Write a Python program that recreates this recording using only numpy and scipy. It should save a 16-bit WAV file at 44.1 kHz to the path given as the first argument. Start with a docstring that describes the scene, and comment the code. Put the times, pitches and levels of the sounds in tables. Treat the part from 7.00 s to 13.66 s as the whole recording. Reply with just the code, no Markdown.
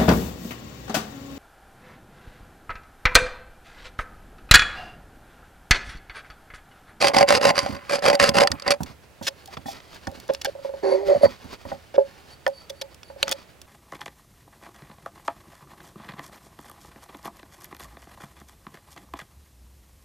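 """A toothed flint blade saws a thin strip held on a tree stump, outdoors.
In about ten quick strokes its teeth snap fibres, which makes the blade rasp. Then the blade is
lifted, laid down, dragged juddering over the stump, picked up and set down again.
The stone ticks and squeaks, fingers rub it, and the stump answers knocks with a short hollow note."""
import sys
import numpy as np
from scipy import signal
from scipy.fft import irfft
from scipy.io import wavfile
from scipy.ndimage import uniform_filter1d

SR = 44100
rng = np.random.default_rng(int(sys.argv[2]) if len(sys.argv) > 2 else 0)


def pcm_store(signal):
    """Save signal as 16-bit PCM."""
    levels = np.round(np.clip(np.atleast_2d(signal), -1, 1) * 32767)
    wavfile.write(sys.argv[1], SR, levels.astype(np.int16).T)


N = 293695
TIME = np.arange(N) / SR
BINS = np.fft.rfftfreq(4096, 1 / SR)


def amp(db):
    """Turn decibels into a gain."""
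    return 10 ** (np.asarray(db) / 20)


def unit(x):
    """Scale a signal to an average power of 1."""
    return x / np.sqrt(np.mean(x ** 2) + 1e-20)


def curve(points):
    """Join (frequency, value) points into a curve over BINS."""
    hz, value = np.transpose(points)
    return np.interp(np.log(BINS + 1), np.log(hz + 1), value)


def add(mix, start, sound):
    """Mix in a sound at a start time in seconds."""
    part = mix[max(round(start * SR), 0):][:len(sound)]
    part += sound[:len(part)]


def through(x, response):
    """Let a signal set an object ringing."""
    return signal.oaconvolve(x, response)[:len(x)]


def fade(rows, column=1):
    """Gain that follows a table's dB column over time, silent before and after."""
    times, db = np.array(rows)[:, [0, column]].T
    gain = amp(np.interp(TIME, times, db)) * (TIME >= times[0]) * (TIME <= times[-1])
    return uniform_filter1d(gain, size=130)


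def body(colour, notes=(), tilt_db=0):
    """How an object answers one click: a broad tone colour with ringing notes on top."""
    lift = 1 + sum((amp(db) ** 2 - 1) / (1 + (2 * (BINS - hz) / width) ** 2) for hz, width, db in notes)
    gain = amp(curve(colour) + tilt_db * np.log2(np.maximum(BINS, 700)))
    gain *= np.sqrt(np.maximum(lift, 1e-3))
    log_gain = np.log(np.r_[gain, gain[-2:0:-1]] / gain.max() + 1e-5)
    spectrum = np.exp(signal.hilbert(log_gain).conj())  # nothing rings before the click
    response = np.fft.ifft(spectrum).real[:len(BINS)]
    return response / np.linalg.norm(response)


def grains(count, per_s, spread_db):
    """Tiny clicks of random size at random moments."""
    chance, size, sign = rng.random((count, 3)).T
    return (chance < per_s / SR) * amp(spread_db * np.minimum(-np.log(1 - size), 3)) * np.sign(sign - .5)


def waver(count, hz):
    """A random wobble that changes about hz times a second."""
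    knots = rng.standard_normal(N // 20)
    return np.interp(np.arange(count) * hz / SR, np.arange(len(knots)), knots) * np.sqrt(3 / 2)


# saw strokes: t/s, length/s, rise/s, level/dB, change over the stroke/dB, push on wood/dB, edge bite/dB
SAW_STROKES = [ (.002, 0.084, 0.017, -20, -3.5, 6, 0.5), (0.134, 0.081, 0.0044, -22, 2.5, 7.5, -4),
               (0.272, 0.099, 0.013, -21.5, 1, 3, -1), (0.408, 0.092, 0.024, -21, 2, 7, -2),
               (0.546, 0.073, 0.016, -27.5, 0.5, -1.5, -3.5), (0.624, 0.14, .004, -38, -9, 8, 0),
               (0.893, 0.076, 0.0084, -25.5, -2, 5, 0), (1.02, 0.084, 0.025, -20, 0, 7, -3),
               (1.126, 0.013, 0.0048, -23.5, -2.5, 8, -3.5), (1.192, 0.091, 0.0054, -13.5, -8, 1, -3.5),
               (1.338, 0.09, 0.031, -15, -5.5, 7.5, -3.5), (1.647, 0.041, 0.037, -20.5, 1.5, 3.5, -14),
               (1.704, 0.015, 0.0022, -21, 1, -5.5, 4.5)]


def strokes(fibre_stop_s=.075, edge_stop_s=.049, wood_stop_s=.13):
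    """The force on fibres, edge and wood: each stroke builds up; the edge lets go first, the wood last."""
    fibre, edge, wood = np.zeros((3, N))
    creep = signal.windows.tukey(int(1.76 * SR), .1)  # between strokes the blade creeps in its groove
    add(fibre, 0, amp(-44.5) * creep)
    add(wood, 0, amp(-53) * creep)
    t = TIME[:SR // 3]
    for start, length, rise, db, change_db, wood_db, edge_db in SAW_STROKES:
        effort_db = db - 16 * np.maximum(1 - t / rise, 0) + change_db * np.minimum(t / length, 1)
        fall = 60 * np.maximum(t - length, 0)  # 60 dB down after each stop time
        add(fibre, start, amp(effort_db - fall / fibre_stop_s))
        add(edge, start, amp(effort_db + edge_db - fall / edge_stop_s))
        add(wood, start, amp(effort_db + wood_db - fall / wood_stop_s))
    return uniform_filter1d(np.array([fibre, edge, wood]), size=130, axis=1)


def catches(typical_per_s=45, relax_s=.0017):
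    """Gain that jumps as each tooth catches, at an uneven pace, and relaxes."""
    teeth = np.cumsum(typical_per_s * np.exp(.32 * waver(N, typical_per_s))) / SR
    return 1 + amp(2.5) * np.exp(-(teeth % 1) / typical_per_s / relax_s)


# a tooth snags hard and tears free: t/s, level/dB, edge bite/dB
TOOTH_SNAGS = [(.043, -16, -16), (.083, -19, 7.5), (.144, -20, -12), (.185, -10, -1), (.228, -11, -7.5),
               (.288, -26, 16), (.324, -12, -15.5), (.457, -19, -2), (.502, -14.5, -6), (.579, -12.5, -2),
               (.590, -14.5, 3), (.631, -32, 4), (.662, -20.5, -13.5), (.896, -21.5, -3.5), (.948, -26, 3),
               (.991, -45, 14.5), (1.062, -12.5, -3.5), (1.084, -13, -1.5), (1.100, -11, -8.5),
               (1.152, -25.5, 10), (1.227, -18.5, 6.5), (1.2913, -19.5, 11.5), (1.385, -8, -4.5),
               (1.407, -11, -3.5), (1.435, -11.5, -6.5), (1.473, -16.5, 3), (1.517, -22.5, 9.5),
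               (1.598, -34.5, 3.5), (1.622, -31.5, 2), (1.6785, -16.5, -1.5), (1.707, -12.5, -0.5)]
# tone colours of the rasp and of the stump under it: f/Hz, level/dB
RASP_COLOUR = [(500, -16), (850, 8.5), (926, -19), (1050, 3), (1270, 2.5), (2320, 0.5), (3690, -10),
               (4770, -10), (5590, -12.5), (7490, -18), (10300, -22.5), (15800, -40.5)]
WOOD_COLOUR = [(32, -26), (105, -18), (230, -9), (340, -13.5), (460, -6.5), (620, -6), (840, -0.5),
               (1120, -28.5), (2100, -45.5)]
# notes of the blade pressed on the strip, and of the hollow-sounding stump: f/Hz, width/Hz, boost/dB
BLADE_NOTES = [(1028, 38, 8.5), (2040, 160, 2), (2190, 110, -3), (4710, 360, 10.5), (10240, 200, 6)]
WOOD_NOTES = [(566, 20, 17), (780, 28, 6.5)]


def sawing(tear_s=.0021, split_hz=3400):
    """Teeth snap fibres in clumps; the snaps ring the blade and, through the strip, the stump."""
    snaps = grains(N, per_s=9500, spread_db=3.5)
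    clumps = amp(4 * waver(N, hz=310))
    fibre, edge, wood = amp([[-3.5], [-4], [-3.5]]) * unit(snaps * clumps * catches()) * strokes()
    age = TIME[:SR // 30] / tear_s
    for start, db, bite_db in TOOTH_SNAGS:
        tear = grains(len(age), per_s=12500, spread_db=-.5) * (age + .5) * np.exp(-2 * age)
        tear *= amp(db - 3) * np.sqrt(tear_s * SR) / np.linalg.norm(tear)
        add(fibre, start, tear)
        add(edge, start, amp(bite_db) * tear)
        add(wood, start, amp(-bite_db / 2) * tear)  # a glancing bite pushes the wood less
    rasp = body(RASP_COLOUR, BLADE_NOTES)
    out = through(wood, body(WOOD_COLOUR, WOOD_NOTES))
    for force, band in ((fibre, "low"), (edge, "high")):
        part = signal.sosfilt(signal.butter(3, split_hz, band, fs=SR, output="sos"), rasp)
        out += through(force, part / np.linalg.norm(part))
    return out


# tone colour of the outdoor background: f/Hz, level/dB
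AIR_COLOUR = [(25, -37), (55, -1.5), (110, -1.5), (250, -8.5), (560, -7), (1100, -14), (2500, -16.5),
              (5000, -25), (8000, -26.5), (15800, -31)]


def air(level_db=-54):
    """A quiet outdoor hush with a faint low drone, partly shared by left and right."""
    shared, left, right = rng.standard_normal((3, N))
    colour = body(AIR_COLOUR, notes=[(73, 12, 8)])
    pair = np.array([through(shared + own, colour) for own in (left, right)]) * amp([[-2], [1.5]])
    return amp(level_db) * pair / pair.mean(0).std()


# the hands bump the stump: t/s, level/dB
HAND_BUMPS = [(0.628, -28.5), (.69, -25), (.724, -26), (.21, -27), (0.331, -26), (.47, -28), (1.215, -24.5),
              (1.289, -20), (1.504, -26), (1.534, -29), (1.805, -22), (1.898, -38.5), (2.212, -32),
              (2.569, -35.5), (2.656, -32.5), (3.069, -27), (3.176, -41), (4.157, -29), (4.233, -20.5),
              (4.443, -34.5), (4.651, -34), (4.721, -35.5)]
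# tone colour of a bump: f/Hz, level/dB
THUD_COLOUR = [(26, -33), (72, 3), (125, -1.5), (265, 3.5), (410, -16.5), (880, -11), (2400, -40.5)]


def bumps(die_away_s=.14):
    """Soft, dull pushes of the hands die quickly in the heavy stump."""
    out, t, dull = np.zeros(N), TIME[:SR // 8], body(THUD_COLOUR)
    for start, db in HAND_BUMPS:
        push = rng.standard_normal(len(t)) * amp(-60 * t / die_away_s)
        add(out, start, amp(db - 7) * unit(through(push, dull)) / 2)
    return out


# fingers rub the stone, in a pause of the saw and after the sawing: t/s, level/dB
PAUSE_RUB = [(.66, -40.5), (.82, -56), (1.0, -59)]
LATER_RUB = [(1.86, -48), (2.0, -66.5), (2.27, -61), (2.4, -57), (2.77, -51), (3.08, -54), (3.87, -56.5),
             (4.02, -48), (4.09, -48.5), (4.23, -53.5), (4.46, -51), (4.82, -53), (4.96, -59), (5.25, -56),
             (5.62, -56), (6.05, -71), (6.21, -51), (6.62, -67)]
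# tone colour of the rubbing: f/Hz, level/dB
RUB_COLOUR = [(330, 4.5), (1400, 0.5), (3000, -3), (4800, -5), (6000, -9), (9000, -20.5), (15800, -22.5)]
# notes of the rubbed blade: f/Hz, width/Hz, boost/dB
RUB_NOTES = [(4640, 300, 5), (10280, 250, 5)]


def rubbing():
    """Skin slides on the stone with a faint, fluttering hiss, in which the blade rings a little."""
    skin = unit(grains(N, per_s=9500, spread_db=5.5)) * amp(5 * waver(N, hz=26))
    return through(skin * (fade(PAUSE_RUB) + fade(LATER_RUB)), body(RUB_COLOUR, RUB_NOTES))


# stone knocks on the stump, and the strip taps it: t/s, level/dB, hardness/dB per octave
STUMP_KNOCKS = [(1.473, -31, 18), (1.517, -40, 25.5), (2.214, -36, 10), (2.28, -33, 6),
                (3.070, -32.5, 15.5), (3.120, -38.5, -11), (3.291, -26, 9), (3.299, -19, -3.5),
                (3.447, -33, 2), (3.921, -13.5, -8), (4.158, -33.5, 10), (4.211, -22, -16),
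                (4.256, -27, 14), (4.652, -35.5, 10), (4.717, -27.5, 11.5), (4.943, -26.5, -3),
                (4.959, -25.5, -22), (4.98, -5.5, -8), (5.4647, -17, 11.5), (5.478, -21, 6),
                (5.700, -33, -4), (5.815, -30.5, 8), (6.100, -37, 10), (6.161, -37, -6), (6.228, -24.5, 6),
                (6.279, -37, 8), (6.316, -28, 13)]
STRIP_TAPS = [(1.473, -42, 16), (2.480, -44, -3), (2.569, -43, 4.5), (2.658, -40, 6), (2.683, -28.5, -3),
              (3.070, -39.5, 8.5), (3.447, -36.5, 8.5), (4.716, -30, -4), (5.4647, -38, 17)]
# notes of the struck stump and strip: f/Hz, level/dB, time to fade by 60 dB/s
STUMP_NOTES = [(411, -13.5, 0.089), (548, -0.5, 0.14), (572.8, -5.5, 0.13), (644, -11, 0.082),
               (862, -18.5, 0.11), (942.6, -9, 0.033), (1490, -22.5, 0.025), (1850, -26.5, 0.024)]
STRIP_NOTES = [(670, -5, .07), (787, 3, 0.077), (1030, -15.5, .04), (1420, -6, 0.01), (1780, -7, 0.023)]


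def knocks(blows, notes, gain_db, swell_cycles=1.7):
    """Each blow rings an object's notes, which swell and fade; harder blows favour the high ones."""
    out, t = np.zeros(N), TIME[:SR // 4]
    for start, db, hardness_db in blows:
        for hz, note_db, fade_s in notes:
            ring = amp(note_db + hardness_db * np.log2(hz / 550) - 60 * t / fade_s)
            swell = 1 - np.exp(-t * hz / swell_cycles)
            add(out, start, amp(db + gain_db) * ring * swell * np.sin(2 * np.pi * hz * t))
    return out


# the flint ticks and scratches: t/s, level/dB, slide length/s, brightness/dB per octave
FLINT_TICKS = [(1.833, -29, 0.0022, 9), (2.226, -39.5, 0.056, 5.5), (2.268, -22.5, 0.02, 2),
               (2.458, -39, 0.0023, 10.5), (2.569, -34.5, 0.0085, -6.5), (2.660, -43.5, 0.075, 7),
               (2.8, -44.5, 0.0046, -4), (3.071, -34, 0.0044, .5), (3.290, -35, .016, -7.5),
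               (3.336, -36, 0.0038, 9.5), (3.348, -27.5, 0.0024, 0.5), (3.414, -30, 0.0053, 4),
               (3.447, -23, 0.0024, 7), (3.45, -25.5, .012, -2), (4.941, -40.5, 0.023, -5),
               (5.4655, -19.5, 0.00075, -2), (5.478, -32, 0.0013, 9), (5.696, -35, 0.009, 5),
               (5.813, -30, 0.0094, 3), (6.032, -36.5, 0.0015, -0.5), (6.2288, -9, 0.0013, -0.5),
               (6.272, -37, 0.05, -5.5), (6.28, -24.5, .003, 0), (6.292, -26.5, .002, 7),
               (6.314, -18, 0.0011, 9.5), (6.318, -22.5, 0.011, 3.5)]
# tone colour of the loose blade: f/Hz, level/dB
FLINT_COLOUR = [(110, -12), (620, -5.5), (1750, -3), (3400, -2.5), (5700, -6.5), (8100, -18), (12100, -24),
                (15900, -30.5)]
# its notes: f/Hz, width/Hz, boost/dB
FLINT_NOTES = [(3428, 140, 7.5), (4510, 33, 6.5), (5120, 124, 6.5), (5880, 220, 3), (7180, 160, 3.5)]


def ticks():
    """A sharp touch and a short gritty slide ring the loose blade."""
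    out = np.zeros(N)
    for start, db, length, bright_db in FLINT_TICKS + stray_ticks():
        slide = grains(SR // 10, per_s=8600, spread_db=6.5)[:max(int(length * SR), 2)]
        slide[0] += 3  # the first touch
        tick = signal.fftconvolve(slide, body(FLINT_COLOUR, FLINT_NOTES, bright_db))
        tick *= np.sqrt((length + .00052) * SR) / np.linalg.norm(tick)  # longer slides carry more energy
        add(out, start, amp(db - 1) * tick)
    return out


# the fingers shift their grip: from t/s, to t/s
GRIP_SHIFTS = [(2.3, 3.55), (5.601, 7.2)]


def stray_ticks(per_s=6, slide_s=.0027, bright_db=8):
    """Extra rows for ticks(): faint touches at random moments while the grip shifts."""
    return [(start + when * (end - start), -38.5 - 10 * softness, slide_s, bright_db)
            for start, end in GRIP_SHIFTS
            for when, softness in rng.random((40, 2))[:int(per_s * (end - start))]]


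def slip(hz, jitter_hz, shimmer_db, overtone_db):
    """Sticking and slipping in quick turns makes an unsteady, nearly pure tone."""
    phase = 2 * np.pi * np.cumsum(hz + jitter_hz * waver(len(hz), 300)) / SR
    wave = np.sin(phase) + amp(overtone_db) * np.sin(2 * phase)
    return unit(wave * amp(shimmer_db * waver(len(hz), 200)))


# the slips lock on to a note of the stump: t/s, length/s, f/Hz, level/dB
GROANS = [(3.297, 0.013, 569, -18), (3.469, 0.032, 543, -28), (3.84, 0.066, 557, -25),
          (3.912, 0.054, 575, -24), (3.973, 0.22, 558, -35.5), (4.081, 0.061, 572, -16.5),
          (4.147, 0.029, 550, -19), (4.231, 0.0321, 566.6, -10)]
# the dragged blade judders: t/s, f/Hz, level/dB
JUDDER = [(3.834, 401, -34.5), (3.873, 384.6, -34), (3.963, 379.6, -32.5), (4.043, 406.5, -41.5),
          (4.121, 381.6, -30.5), (4.135, 402, -46)]
# grit under the sliding blade: t/s, level/dB
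GRIT = [(3.825, -48), (3.837, -35), (3.927, -35.5), (4.061, -53.5), (4.105, -34.5), (4.157, -40),
        (4.199, -55), (4.255, -24), (4.295, -65)]
# its tone colour: f/Hz, level/dB
GRIT_COLOUR = [(40, -30), (105, -11), (390, 9.5), (760, 7), (1350, -8.5), (2050, -2), (2900, -20.5),
               (4400, -17), (6900, -22), (9100, -41.5), (15900, -44)]
# the notes it rings: f/Hz, width/Hz, boost/dB
GRIT_NOTES = [(966, 61, 8), (4460, 75, 17), (11100, 160, 0.5)]


def dragging():
    """The blade judders over the wood and grinds grit; now and then the stump groans."""
    times, slip_hz, _ = np.transpose(JUDDER)
    judder = slip(np.interp(TIME, times, slip_hz), jitter_hz=4.87, shimmer_db=-1, overtone_db=-17)
    out = amp(8.5) * fade(JUDDER, column=2) * judder
    for start, length, hz, db in GROANS:
        count = int(length * SR)
        groan = slip(np.full(count, hz), jitter_hz=23.2, shimmer_db=2.5, overtone_db=-41)
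        add(out, start, amp(db) * signal.windows.tukey(count, .28) * groan)
    grit = unit(grains(N, per_s=7800, spread_db=1.5)) * fade(GRIT)
    return out + amp(3.5) * through(grit, body(GRIT_COLOUR, GRIT_NOTES))


def rocking(start_s=3.549, gap_s=.047, jitter_s=.0073, loss_db=1.4, spread_db=8):
    """Extra rows for knocks(): the blade, let go, rocks to rest in six uneven knocks."""
    return [(start_s + k * gap_s + jitter_s * late, -28 - k * loss_db + spread_db * loud, 0)
            for k, (late, loud) in enumerate(rng.uniform(-1.06, 1, (6, 2)))]


# the sliding blade squeaks: t/s, length/s, level/dB
SQUEAKS = [(3.812, 0.18, -47.5), (4.076, 0.13, -47), (4.211, 0.047, -31.5), (5.293, 0.063, -52.5),
           (5.468, 0.2, -56), (5.722, 0.13, -59), (6.027, 0.084, -53)]
# tone colour of a squeak: f/Hz, level/dB
SQUEAK_COLOUR = [(1000, -8), (4500, 1), (10000, -18.5), (15000, -23)]
# its notes: f/Hz, width/Hz, boost/dB
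SQUEAK_NOTES = [(4550, 17, 33.5), (10120, 110, 28.5), (12400, 120, 16)]


def squeaking():
    """Fine friction swells and fades unevenly, ringing the blade's thin, high notes."""
    swell = np.zeros(N)
    for start, length, db in SQUEAKS:
        add(swell, start, amp(db) * signal.windows.tukey(int(length * SR), .6))
    friction = unit(rng.standard_normal(N) * amp(4 * waver(N, hz=35)))
    return through(swell * friction, body(SQUEAK_COLOUR, SQUEAK_NOTES))


# how far the wave at the left microphone is ahead of the right: f/Hz, lead/rad
LEFT_LEAD = [(0, 0), (1210, 1.5), (2070, 0.7), (3960, 0.5), (10300, -0.7), (14600, 0.5), (16100, -4.5)]
# left-right balance of the sawing and of the handling: f/Hz, left minus right/dB
SAW_BALANCE = [(60, -10.5), (110, -11), (200, -6.5), (380, -6.5), (700, -2.5), (1290, -1), (2380, -3),
               (8120, -1), (15000, -6)]
HANDLING_BALANCE = [(60, -15), (110, -13), (200, -7), (380, -7), (700, -3.5), (1290, 1), (2380, -1),
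                    (8120, -.5), (15000, -8.5)]


def stereo(x, balance, echo_db=-5.5, echo_fade_s=.022):
    """Two close microphones each hear the sound a little differently, plus echoes off nearby things."""
    half = amp(curve(balance) / 2) * np.exp(.5j * curve(LEFT_LEAD) * (BINS < 14000))
    pair = np.array([half, 1 / half])
    pair /= np.maximum(abs(pair.mean(0)), .5)
    response = np.fft.fftshift(irfft(pair), axes=1)
    direct = signal.oaconvolve(x[None], response, axes=1)[:, len(BINS) - 1:][:, :N]
    t = TIME[:SR // 16]
    echoes = rng.standard_normal((2, 2, len(t))) * amp(-60 * t / echo_fade_s) * (t > .0006)
    echoes = signal.lfilter(*signal.butter(2, 900, "high", fs=SR), echoes)  # small things echo no bass
    echoes *= amp(echo_db) / np.linalg.norm(echoes, axis=-1, keepdims=True)
    pose = 2 * waver(N, hz=5)  # moving hands blend between two echo patterns
    return direct + np.array([through(x * np.cos(pose), a) + through(x * np.sin(pose), b)
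                              for a, b in echoes])


def scene():
    """The sawing and the handling of the blade, over the outdoor air."""
    stump = knocks(STUMP_KNOCKS + rocking(), STUMP_NOTES, gain_db=2.5)
    strip = knocks(STRIP_TAPS, STRIP_NOTES, gain_db=5.5)
    handling = stump + strip + bumps() + ticks() + dragging() + rubbing() + squeaking()
    return stereo(sawing(), SAW_BALANCE) + stereo(handling, HANDLING_BALANCE) + air()


def record(dry):
    """Round off the loudest peaks, then cut the treble above 16 kHz."""
    rounded = dry / (1 + dry ** 6) ** (1 / 6)
    lowpass = signal.firwin(255, 16000, window=("kaiser", 9), fs=SR)
    return signal.oaconvolve(rounded, lowpass[None], "same")


dry = scene()
out = record(dry)
pcm_store(out)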